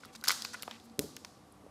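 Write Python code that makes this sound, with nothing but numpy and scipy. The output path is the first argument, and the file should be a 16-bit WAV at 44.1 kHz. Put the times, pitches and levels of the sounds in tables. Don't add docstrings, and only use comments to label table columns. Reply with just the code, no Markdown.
import sys
import numpy as np
from scipy import signal
from scipy.fft import rfft, irfft
from scipy.io import wavfile

SR = 44100
rng = np.random.default_rng(int(sys.argv[2]) if len(sys.argv) > 2 else 0)


def transcribe(signal):
    frames = np.atleast_2d(signal).T
    limited = np.clip(frames, -1, 1)
    pcm = np.round(limited * 32767).astype(np.int16)
    wavfile.write(sys.argv[1], SR, pcm)


def to_linear_factor(level_db):
    exponent = np.asarray(level_db, float) / 20
    return 10 ** exponent


N = 74970


def band(x, hz, width):
    return signal.lfilter(*signal.iirpeak(min(hz, .45 * SR), hz / width, fs=SR), x)


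def unit(x):
    return x / np.sqrt(np.mean(x ** 2))


def decay(t60, size):
    return np.exp(-np.log(1000) * np.arange(size) / SR / t60)


def ring(hz, t60, size=2048):
    return np.sin(2 * np.pi * hz * np.arange(size) / SR) * decay(t60, size)


def add(out, start_s, x, peak_db):
    i = int(start_s * SR)
    x = x[:N - i]
    out[i:i + len(x)] += to_linear_factor(peak_db) * x / np.abs(x).max()


# pitch_hz, density_db (dB per Hz)
AIR_COLOUR = [(45, -1.5), (120, -7.5), (300, -10), (1200, -16.5), (1600, -24), (3000, -28.5), (12500, -35),
              (15200, -59)]
# pitch_hz, width_hz, level_db, change_db once the hum shifts
HUM_RESONANCES = [(194.4, 3.3, -74.5, 6), (226.6, 13.5, -61.5, -30), (292, 12.2, -72, 4),
                  (491, 8.9, -71.5, -3.5), (766, 17, -72, -0.5), (1151, 12, -73.5, -2), (9500, 90, -92, 4),
                  (8000, 100, -83, -7)]
AIR_DB = -60
HUM_SHIFT_S, HUM_GLIDE_S = 1.26, .05


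def air():
    f = np.maximum(np.arange(N // 2 + 1) * SR / N, 1)
    hz, db = np.array(AIR_COLOUR).T
    gain = to_linear_factor(np.interp(np.log(f), np.log(hz), db)) * np.minimum(f / hz[0], 1) ** 4
    out = to_linear_factor(AIR_DB) * unit(irfft(rfft(rng.standard_normal(N)) * gain, N))
    shift = .5 + .5 * np.tanh((np.arange(N) / SR - HUM_SHIFT_S) / HUM_GLIDE_S)
    for hz, width, level_db, change_db in HUM_RESONANCES:
        hum = unit(band(rng.standard_normal(N), hz, width))
        out += to_linear_factor(level_db + change_db * shift) * hum
    return out


# pitch_hz, level_db, t60_s
ROOM_TAIL = [(278, -26.5, 0.97), (700, -10.5, 0.178), (1400, -22.5, 0.63), (2500, -25.5, 0.25),
             (4500, -24, 0.98), (6500, -21, 0.53), (10200, -20.5, 0.37), (15000, -41, 0.12)]
ROOM_RISE_S = .016
ECHO_S, ECHO_DB = .004, -15


def room(x):
    t = np.arange(SR) / SR
    build_up = 1 - np.exp(-(t / ROOM_RISE_S) ** 2)
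    out = to_linear_factor(ECHO_DB) * np.roll(x, int(ECHO_S * SR))
    for hz, level_db, t60 in ROOM_TAIL:
        def steep(v):
            return band(band(v, hz, 0.59 * hz), hz, 0.74 * hz)

        shape = to_linear_factor(level_db - 60 * t / t60) * build_up / 10
        energy = signal.fftconvolve(steep(x) ** 2, shape ** 2)[:N]
        hiss = unit(steep(rng.standard_normal(N)))
        out += np.sqrt(np.maximum(energy, 0)) * hiss
    return out


# start_s, peak_db
GLASS_KNOCKS = [
    (0.059, -46),
    (0.985, -35),
    (.9905, -20.5),
    (1.0409, -32),
    (1.092, -49),
    (1.638, -47),
]
# pitch_hz, level_db, t60_s
TABLE_MODES = [(85, -17, .5), (152, -2.5, 0.52), (290.5, 13, 0.09), (420, 20, 0.06), (561, 6, 0.12),
               (800, -4, 0.047)]
PUSH_S = 0.0017


def glass():
    out = np.zeros(N)
    table = sum(to_linear_factor(level_db) * ring(hz, t60, size=16384) for hz, level_db, t60 in TABLE_MODES)
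    push = np.hanning(int(PUSH_S * SR) + 3)
    for start_s, peak_db in GLASS_KNOCKS:
        add(out, start_s, np.convolve(push, table), peak_db)
    return out


# start_s, length_s, level_db, centre_hz
FINGER_RUSTLES = [(0, 0.017, -62, 4630), (0.017, 0.055, -61, 3700), (0.057, 0.064, -65, 2170),
                  (0.148, 0.012, -48, 1620), (0.531, 0.025, -45, 1620), (.4, 0.037, -64, 1480),
                  (0.126, 0.021, -59.5, 4930), (0.152, 0.014, -47.5, 4630), (0.237, 0.03, -44, 4650),
                  (0.27, 0.061, -36.5, 4500), (0.531, 0.019, -44, 4500), (0.689, 0.086, -56.5, 2500),
                  (0.838, 0.028, -66.5, 9000)]


def rustles():
    out = np.zeros(N)
    grain_db = 2.6 * np.minimum(rng.exponential(size=N), 6)
    grains = rng.standard_normal(N) * to_linear_factor(grain_db)
    t = np.arange(N) / SR
    for start_s, length_s, level_db, hz in FINGER_RUSTLES:
        swell = np.sin(np.pi * np.clip((t - start_s) / length_s, 0, 1)) ** .5
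        width = 1.26 * hz
        out += to_linear_factor(level_db) * swell * unit(band(band(grains, hz, width), hz, width))
    return out


CHATTER_S, CHATTER_DB = .0028, -8.5


def chatter(chance):
    t = np.arange(len(chance)) / SR
    slips = np.clip(chance, -2, 2) ** 3 / 12
    release = t == 0
    return to_linear_factor(CHATTER_DB) * slips * np.exp(-t / CHATTER_S) + release


SIDE_DB = -8.5
EDGE_HZ, EDGE_WIDTH_HZ = 11500, 6500

# start_s, peak_db, pitch_hz, cycles to die
PANEL_POPS = [(.035, -39, 1420, 8.6), (.050, -44, 1310, 12), (.2255, -46, 1400, 18),
              (.2398, -31.5, 1580, 11.5), (0.2445, -30, 1730, 3.1), (0.2601, -32.5, 1700, 4),
              (.274, -28, 1410, 6), (0.2825, -24, 1403, 4.2), (.2847, -11, 5180, 29),
              (0.2874, -29, 1327, 6.5), (0.2948, -20, 1390, 10), (.3052, -20.5, 2160, 12),
              (.306, -19.5, 1400, 8.4), (0.315, -27, 2160, 9.7), (0.322, -30.5, 1340, 10.6),
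              (.4215, -32, 4800, 38), (.4495, -32, 2740, 12.4), (0.4501, -28.5, 1400, 4.8),
              (.5438, -30, 1520, 2.4), (.5458, -32.5, 1425, 24), (.632, -41.5, 1370, 12),
              (0.6781, -31.5, 2330, 1.7), (.6792, -27.5, 800, 4.9), (.712, -33.5, 1170, 3.6),
              (0.9927, -20.5, 2650, 2.5), (1.168, -30.5, 2540, 2.4), (1.2482, -29.5, 2050, 3.4),
              (1.249, -48.5, 950, 7.8), (1.5235, -46.5, 10540, 37), (1.664, -43, 540, 7.7)]
ATTACK_CYCLES = 0.4


def panels():
    out = np.zeros(N)
    for start_s, peak_db, hz, cycles in PANEL_POPS:
        t60 = cycles / hz
        body = ring(hz, t60) + to_linear_factor(SIDE_DB) * ring(min(hz * 1.415, EDGE_HZ), t60)
        body *= 1 - np.exp(-np.arange(len(body)) / SR * hz / ATTACK_CYCLES)
        add(out, start_s, np.convolve(chatter(rng.standard_normal(600)), body), peak_db)
    return out


# start_s, peak_db, pitch_hz, edge_db (treble edge relative to the snap)
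CREASE_SNAPS = [(.0497, -40.5, 4900, -27.5), (.055, -45.5, 4300, 4.5), (.152, -37, 5770, -21),
                (.1565, -40, 4960, -19), (0.2123, -40, 4270, -8), (0.2399, -25.5, 5530, 0.5),
                (0.2442, -45, 4500, 3), (0.2515, -38, 4500, 4), (0.2734, -25, 4700, -8),
                (0.2815, -11, 4520, -2.5), (0.286, -15, 5460, 1), (0.295, -16, 4700, -16),
                (.3049, -17, 4500, -13), (0.3163, -20, 4980, 1.5), (.322, -23, 4500, -18),
                (0.4066, -43, 4500, 3), (0.4216, -21, 5020, -12), (0.447, -40.5, 4700, 7),
                (0.4495, -21.5, 4870, -18), (.459, -31.5, 4740, -25), (0.5395, -60, 4900, -18),
                (.596, -40, 3620, -18), (.624, -25.5, 4970, 0), (0.6318, -28, 3020, -2.5),
                (.7115, -29, 3730, -23), (.800, -43, 3480, -13), (0.898, -48, 4500, -18),
                (0.9923, -18, 4940, 5), (1.1656, -31, 6250, -3), (1.2485, -31.5, 6100, -27)]
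CREASE_T60_S, EDGE_T60_S = 0.0026, 0.0041
SIDE_RATIO = 1.43


def creases():
    out = np.zeros(N)
    for start_s, peak_db, hz, edge_db in CREASE_SNAPS:
        sides = ring(hz * SIDE_RATIO, CREASE_T60_S) - ring(hz / SIDE_RATIO, CREASE_T60_S)
        body = ring(hz, CREASE_T60_S) + to_linear_factor(SIDE_DB) * sides
        add(out, start_s, np.convolve(chatter(rng.standard_normal(600)), body), peak_db)
        burst = rng.standard_normal(600) * decay(EDGE_T60_S, 600)
        add(out, start_s, band(burst, EDGE_HZ, EDGE_WIDTH_HZ), peak_db + edge_db)
    return out


FILM_CUT_HZ = 290


def scene():
    film = creases() + panels() + rustles()
    film = signal.sosfilt(signal.butter(2, FILM_CUT_HZ, "high", fs=SR, output="sos"), film)
    near = film + glass()
    return (near + room(near) + air())[None]


def low_pass(x):
    return signal.sosfilt(signal.butter(12, 17020, fs=SR, output="sos"), x)


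MIC_LOW_HZ, MIC_TOP_HZ = 71.4, 16100


def record(dry):
    x = signal.sosfilt(signal.butter(4, MIC_LOW_HZ, "high", fs=SR, output="sos"), dry)
    x = signal.sosfilt(signal.cheby2(8, 30, MIC_TOP_HZ, fs=SR, output="sos"), x)
    return low_pass(x)


dry = scene()
out = record(dry)
transcribe(out)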